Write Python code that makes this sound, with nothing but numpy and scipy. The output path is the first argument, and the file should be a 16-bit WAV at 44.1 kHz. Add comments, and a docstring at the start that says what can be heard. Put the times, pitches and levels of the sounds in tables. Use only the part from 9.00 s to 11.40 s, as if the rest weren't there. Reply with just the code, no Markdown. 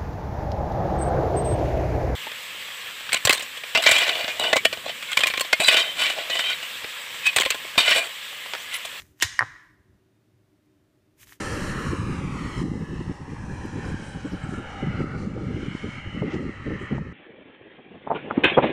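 """A hard-walled kitchen: a stone pestle comes down on chillies, garlic and small green berries in a stone mortar.
It crushes through them with a sharp crack, drops again with a duller knock and bounces; the counter thumps.
After a pause it is dragged up through the vegetables, which rustle and tick. An appliance hums low.
Filtered clicks ring the stone's modes; shaped random grains make crunch, rustle and a harsh overload edge;
noise makes room and air."""
import sys
import numpy as np
from scipy import signal
from scipy.fft import rfft, irfft
from scipy.io import wavfile
from scipy.ndimage import uniform_filter1d, minimum_filter1d

SR = 44100
rng = np.random.default_rng(int(sys.argv[2]) if len(sys.argv) > 2 else 0)


def materialize(psi):
    """Save the field psi as 16-bit PCM at rate SR to the path in sys.argv[1].

    A 1-D psi becomes a single channel; in a 2-D psi each row is a channel.
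    """
    bounded = np.clip(np.atleast_2d(psi).T, -1, 1)
    quanta = np.round(bounded * 32767).astype(np.int16)
    wavfile.write(sys.argv[1], SR, quanta)


N = 105840
TIME = np.arange(N) / SR  # seconds


def blows():
    """The pestle strikes and bounces; seeds and skins snap. Each contact is a click pushing on the bowl."""
    # Stone meeting stone. Each row: start in seconds, strength in dB, top of the contact's spectrum in Hz,
    # share that excites the ringing in dB, share that excites the dull body in dB.
    contacts = [(0.2243, 10, 12500, -5, -12), (0.2248, 15.5, 6500, -5, -6), (0.3917, 7, 2100, 9, -25),
                (0.4082, 17, 1680, -13, -19), (0.4184, 13.5, 1650, -17, -13),
                (0.4253, 14.5, 1590, -13, -16), (0.4290, 9, 1000, -13.5, -10), (0.4326, 6, 890, -12.5, -6)]
    # Seeds and skins snapping. Each row: start in seconds, strength in dB, top of the spectrum in Hz.
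    snaps = [(.0035, -22, 8000), (.012, -31, 8000), (.020, -23, 6960), (.054, -31, 2200),
             (.0665, -40, 15000), (.175, -42, 7000), (.192, -32, 2600), (.2012, -16, 7500),
             (0.212, -16, 9000), (2.231, -24, 3770), (1.66, -48, 15000), (2.272, -27, 5040),
             (2.2795, -35, 7950), (2.2935, -26, 4190), (2.3187, -37.5, 3000), (2.323, -16, 2600),
             (2.331, -26, 5500), (2.3565, -39, 12000)]
    snap_ring_db = -8.5
    pushes = np.array([contact(*row[:3]) for row in contacts])
    shares = from_db(np.array(contacts)[:, 3:])
    ringing, heavy = shares.T @ pushes
    ticks = sum(contact(*row) for row in snaps)
    return mortar(pushes.sum(axis=0) + ticks, ringing + from_db(snap_ring_db) * ticks, heavy)


def contact(start_s, db, top_hz):
    """A push on the stone: the softer the contact, the lower the top of its spectrum."""
    click = np.arange(N) == int(start_s * SR)
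    return butter(from_db(db) * click, top_hz, "low", order=6)


def mortar(push, ringing, heavy):
    """The dead knock of the heavy bowl, its dull body, and its modes as decaying sines."""
    # Modes of mortar and pestle. Each row: frequency in Hz, level in dB, 60 dB decay time in seconds.
    stone_modes = [(1045, -38, .05), (1160, -42, .05), (1640, -39, .04), (1730, -37.5, .05),
                   (1872, -17, .016), (2145, -34, .035), (3000, -35, .035), (3520, -41, .05),
                   (3900, -33, .025), (4170, -35.5, .04), (5300, -39, .03), (5875, -26, .022),
                   (6740, -31, .03), (7830, -34, .03)]
    knock = butter(push, 950, "high", order=3)  # the knock is weak below this
    body = butter(heavy, [280, 440], "band", order=2)
    modes = sum(from_db(db) * ring(ringing, hz, t60_s) for hz, db, t60_s in stone_modes)
    return knock + body + butter(modes, 780, "high", order=3)  # the modes radiate little below this


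def ring(x, hz, t60_s):
    """A resonator: a unit click sets a decaying sinusoid of height 1 ringing."""
    radius, angle = from_db(-60 / (t60_s * SR)), 2 * np.pi * hz / SR
    feedforward = [1, -radius * np.cos(angle)]
    feedback = [1, -2 * radius * np.cos(angle), radius * radius]
    return signal.lfilter(feedforward, feedback, x + 1e-18)


def crush():
    """Skins squeak and crackle under growing pressure, crack open and crumble: enveloped grains and a tone."""
    # Spectrum of the crunch. Each row: frequency in Hz, relative level in dB.
    crunch_spectrum = [(150, -26), (350, -14), (600, -15), (1050, -5), (1350, -9), (1800, 0), (2500, -3),
                       (4000, -3), (5000, -6), (6300, -3), (8500, -10), (10500, -20), (15000, -20)]
    burst_s, squeeze_s = .2241, .017
    crunch_db, crunch_rise_db_per_s, crunch_fall_db_per_s = -20, 1300, 540
    squeeze_db = -7  # the squeeze relative to the crunch
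    crack_db, crack_fall_db_per_s = -14, 2200
    squeak_hz, squeak_width_hz, squeak_db, squeak_rise_db_per_s = 2980, 400, -20, 1200

    before, after = np.maximum(burst_s - TIME, 0), np.maximum(TIME - burst_s, 0)
    squeezing = (before > 0) & (before < squeeze_s)
    burst = before == 0
    build_up = squeezing * from_db(squeeze_db - crunch_rise_db_per_s * before)
    crumble = burst * from_db(-crunch_fall_db_per_s * after)
    crunch = from_db(crunch_db) * (build_up + crumble)
    crack = burst * from_db(crack_db - crack_fall_db_per_s * after)
    squeak_level = squeezing * from_db(squeak_db - squeak_rise_db_per_s * before)
    squeak = squeak_level * narrow_noise(squeak_hz, squeak_width_hz)
    return (crunch + crack) * coloured(grains(per_s=9800, spread_db=3.0), crunch_spectrum) + squeak


def overload_buzz():
    """A very short bright burst of grains at each landing, like the harsh edge of an overload."""
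    # Bursts. Each row: start in seconds, level in dB.
    bursts = [(.3922, -18), (.4085, -50), (.4256, -54)]
    # Spectrum of the buzz. Each row: frequency in Hz, relative level in dB.
    buzz_spectrum = [(400, -22), (3600, -16), (4500, -1), (5350, 3.5), (6300, -11), (8600, -13), (9450, -8),
                     (10500, -19), (15000, -24)]
    fall_db_per_s = 9000
    level = sum((TIME > s) * from_db(db - fall_db_per_s * np.abs(TIME - s)) for s, db in bursts)
    return level * coloured(grains(per_s=9800, spread_db=2.0), buzz_spectrum)


def rustle():
    """Fine dense grains as the moving pestle rubs past the vegetables."""
    # Loudness of the sliding. Each row: time in seconds, level in dB.
    slide = [(0, -49), (.022, -57), (.04, -61.5), (.125, -66), (.15, -73), (.19, -62), (.22, -51),
             (.3, -100), (2.14, -100), (2.18, -63.5), (2.2, -56), (2.217, -51.5), (2.238, -51.5),
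             (2.252, -63.5), (2.28, -55.5), (2.325, -52), (2.355, -59.5), (2.372, -66), (2.4, -85)]
    # Spectrum of the rustle. Each row: frequency in Hz, relative level in dB.
    rustle_spectrum = [(300, -16), (700, -17), (1200, -4), (1900, 3), (3000, 2), (4400, -5.5), (6300, 1),
                       (9500, -3), (12500, 0), (15000, -2)]
    level = from_db(np.interp(TIME, *np.transpose(slide)))
    return level * coloured(grains(per_s=20000, spread_db=2.2), rustle_spectrum)


def counter():
    """The counter gives under the mortar: a few low swings per thump, and a weak boom that lingers."""
    # Thumps. Each row: start in seconds, peak of the swings in dB, frequency in Hz, length of the swings in seconds.
    thumps = [(.236, -31.5, 93.3, .036), (.398, -34.5, 114, .064), (1.33, -53, 112, .036)]
    boom_db, boom_t60_s = -15, .35  # the boom relative to its thump
    out = 0
    for start_s, db, hz, length_s in thumps:
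        age = np.maximum(TIME - start_s, 0)
        phase = np.minimum(age / length_s, 1)
        swings = np.sin(np.pi * phase) ** 2 * np.sin(2 * np.pi * hz * age)
        boom = from_db(boom_db - 60 * age / boom_t60_s) * phase * narrow_noise(hz, width_hz=44)
        out = out + from_db(db) * (swings + boom)
    return out


def bumps():
    """Soft low swells of noise: handling bumps, and the counter's low ring lingering after the second blow."""
    # Swells. Each row: centre in seconds, level in dB, length in seconds.
    swells = [(.005, -53, .08), (0.099, -59.5, 0.058), (0.334, -57, .07), (.49, -59, .14), (.7, -64, .1),
              (.8, -62.5, .04), (.92, -59, 0.086), (2.25, -60, .09)]
    # Spectrum of a swell. Each row: frequency in Hz, relative level in dB.
    swell_spectrum = [(22, -20), (45, 0), (105, 0.5), (170, -9), (300, -20), (800, -45.5)]
    level = sum(from_db(db) * np.exp(-(2 * (TIME - s) / length_s) ** 2) for s, db, length_s in swells)
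    return level * coloured(rng.standard_normal(N), swell_spectrum)


def kitchen(x):
    """Quick reflections off counter and nearby walls, then a diffuse noise tail that dies band by band."""
    # Reverberation. Each row: frequency in Hz, relative level in dB, 60 dB decay time in seconds.
    tail = [(150, -36, .45), (320, -32, .5), (560, -23, .6), (800, -22, .7), (1100, -16.5, .85),
            (1850, -17, .98), (2800, -16.5, .76), (6000, -15.5, .67), (8500, -17.5, .58), (11000, -23, .5),
            (14000, -26, .46)]
    near_db, near_t60_s, delay_s = -16, .11, .005
    hz, db, t60 = np.transpose(tail)
    white, edges = rng.standard_normal((3, N)), np.geomspace(100, 17000, 15)

    def dying(level_db, t60_s):
        unit_energy = np.sqrt(2 * np.log(1000) / (t60_s * SR))
        return from_db(level_db - 60 * TIME / t60_s) * unit_energy

    response = white[2] * dying(near_db, near_t60_s)
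    for k, band in enumerate(zip(edges, edges[1:])):
        centre = np.log(band).mean()
        level_db, t60_s = (np.interp(centre, np.log(hz), column) for column in (db, t60))
        # neighbouring bands take different noise
        response = response + butter(white[k % 2], band, "band") * dying(level_db, t60_s)
    return signal.fftconvolve(x, response * (TIME > delay_s))[:N]


def background():
    """Room air as coloured noise, and the hum of an appliance as wavering tones."""
    # Spectrum of the air. Each row: frequency in Hz, relative level in dB per Hz.
    air_spectrum = [(22, -32), (40, -7), (90, -0.5), (200, 0), (400, -5.5), (520, -10), (900, -13),
                    (1700, -12), (4000, -18.5), (8000, -23.5), (15000, -26)]
    # Appliance hum. Each row: frequency in Hz, width in Hz, level in dB.
    hum_tones = [(112, 30, -70.5), (301.3, 30, -70.5), (376.6, 14, -74), (609, 46, -82), (3670, 25, -90)]
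    air = from_db(-67) * coloured(rng.standard_normal(N), air_spectrum)
    hum = sum(from_db(db) * narrow_noise(hz, width_hz) for hz, width_hz, db in hum_tones)
    return air + hum


def from_db(db):
    """Decibels to amplitude."""
    return 10 ** (np.asarray(db) / 20)


def rms_one(x):
    """Scale to an rms of 1."""
    return x / np.sqrt(np.mean(x ** 2) + 1e-20)


def butter(x, hz, kind, order=2):
    """Causal low-, high- or band-pass."""
    sos = signal.butter(order, np.clip(hz, 10, .45 * SR), kind, fs=SR, output="sos")
    return signal.sosfilt(sos, x + 1e-18)


def coloured(x, spectrum):
    """Give a steady texture a spectrum of (Hz, dB) points; rms 1."""
    hz, db = np.transpose(spectrum)
    bins = np.log(np.fft.rfftfreq(N, 1 / SR) + 1)
    return rms_one(irfft(rfft(x) * from_db(np.interp(bins, np.log(hz), db)), N))


def narrow_noise(hz, width_hz):
    """A wavering tone made of band-passed noise; rms 1."""
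    noise = rng.standard_normal(N + SR)  # the first second lets the filter settle
    return rms_one(butter(noise, [hz - width_hz / 2, hz + width_hz / 2], "band")[SR:])


def grains(per_s, spread_db):
    """Random clicks of uneven size and either sign."""
    happens = rng.random(N) < per_s / SR
    size = from_db(spread_db * np.minimum(rng.exponential(1, N), 4))
    return happens * rng.choice([-1, 1], N) * size


def limit(x):
    """The gain ducks just ahead of each peak above the limit and springs back."""
    ceiling, release_db_per_s = 1.25, 2500
    over_db = np.maximum(20 * np.log10(np.abs(x) / ceiling + 1e-9), 0)
    release = release_db_per_s * TIME
    duck_db = np.maximum.accumulate(over_db + release) - release
    gain_db = uniform_filter1d(minimum_filter1d(-duck_db, size=65), size=65)
    return x * from_db(gain_db)


def suppress(x):
    """Noise suppression: everything above the bass is turned down whenever it is faint."""
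    split_hz, threshold_db, slope_db_per_db, depth_db = 870, -55, .55, 5.5
    bass = signal.sosfiltfilt(signal.butter(2, split_hz, fs=SR, output="sos"), x)
    treble = x - bass
    level_db = 10 * np.log10(np.abs(uniform_filter1d(treble ** 2, size=1024)) + 1e-14)
    gain_db = np.clip(slope_db_per_db * (level_db - threshold_db), -depth_db, 0)
    return bass + treble * from_db(gain_db)


def scene():
    """The mortar close up; stone and pulp each send their own sound into the kitchen."""
    stone, pulp = blows() + overload_buzz(), rustle()
    # the crush has separate random grains in the room and up close
    room = from_db(-2) * kitchen(stone) + from_db(2) * kitchen(crush() + pulp)
    return (stone + pulp + crush() + room + counter() + bumps() + background())[None]


def record(dry):
    """The loudest peaks are limited and rounded, faint treble is suppressed, the top is cut."""
    overload, hardness, cutoff_hz = .56, 5.0, 15300
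    held = limit(dry[0])[None]
    rounded = held / (1 + np.abs(held / overload) ** hardness) ** (1 / hardness)
    top_cut = signal.ellip(10, .05, 60, cutoff_hz, fs=SR, output="sos")
    return signal.sosfiltfilt(top_cut, suppress(rounded))


dry = scene()
out = record(dry)
materialize(out)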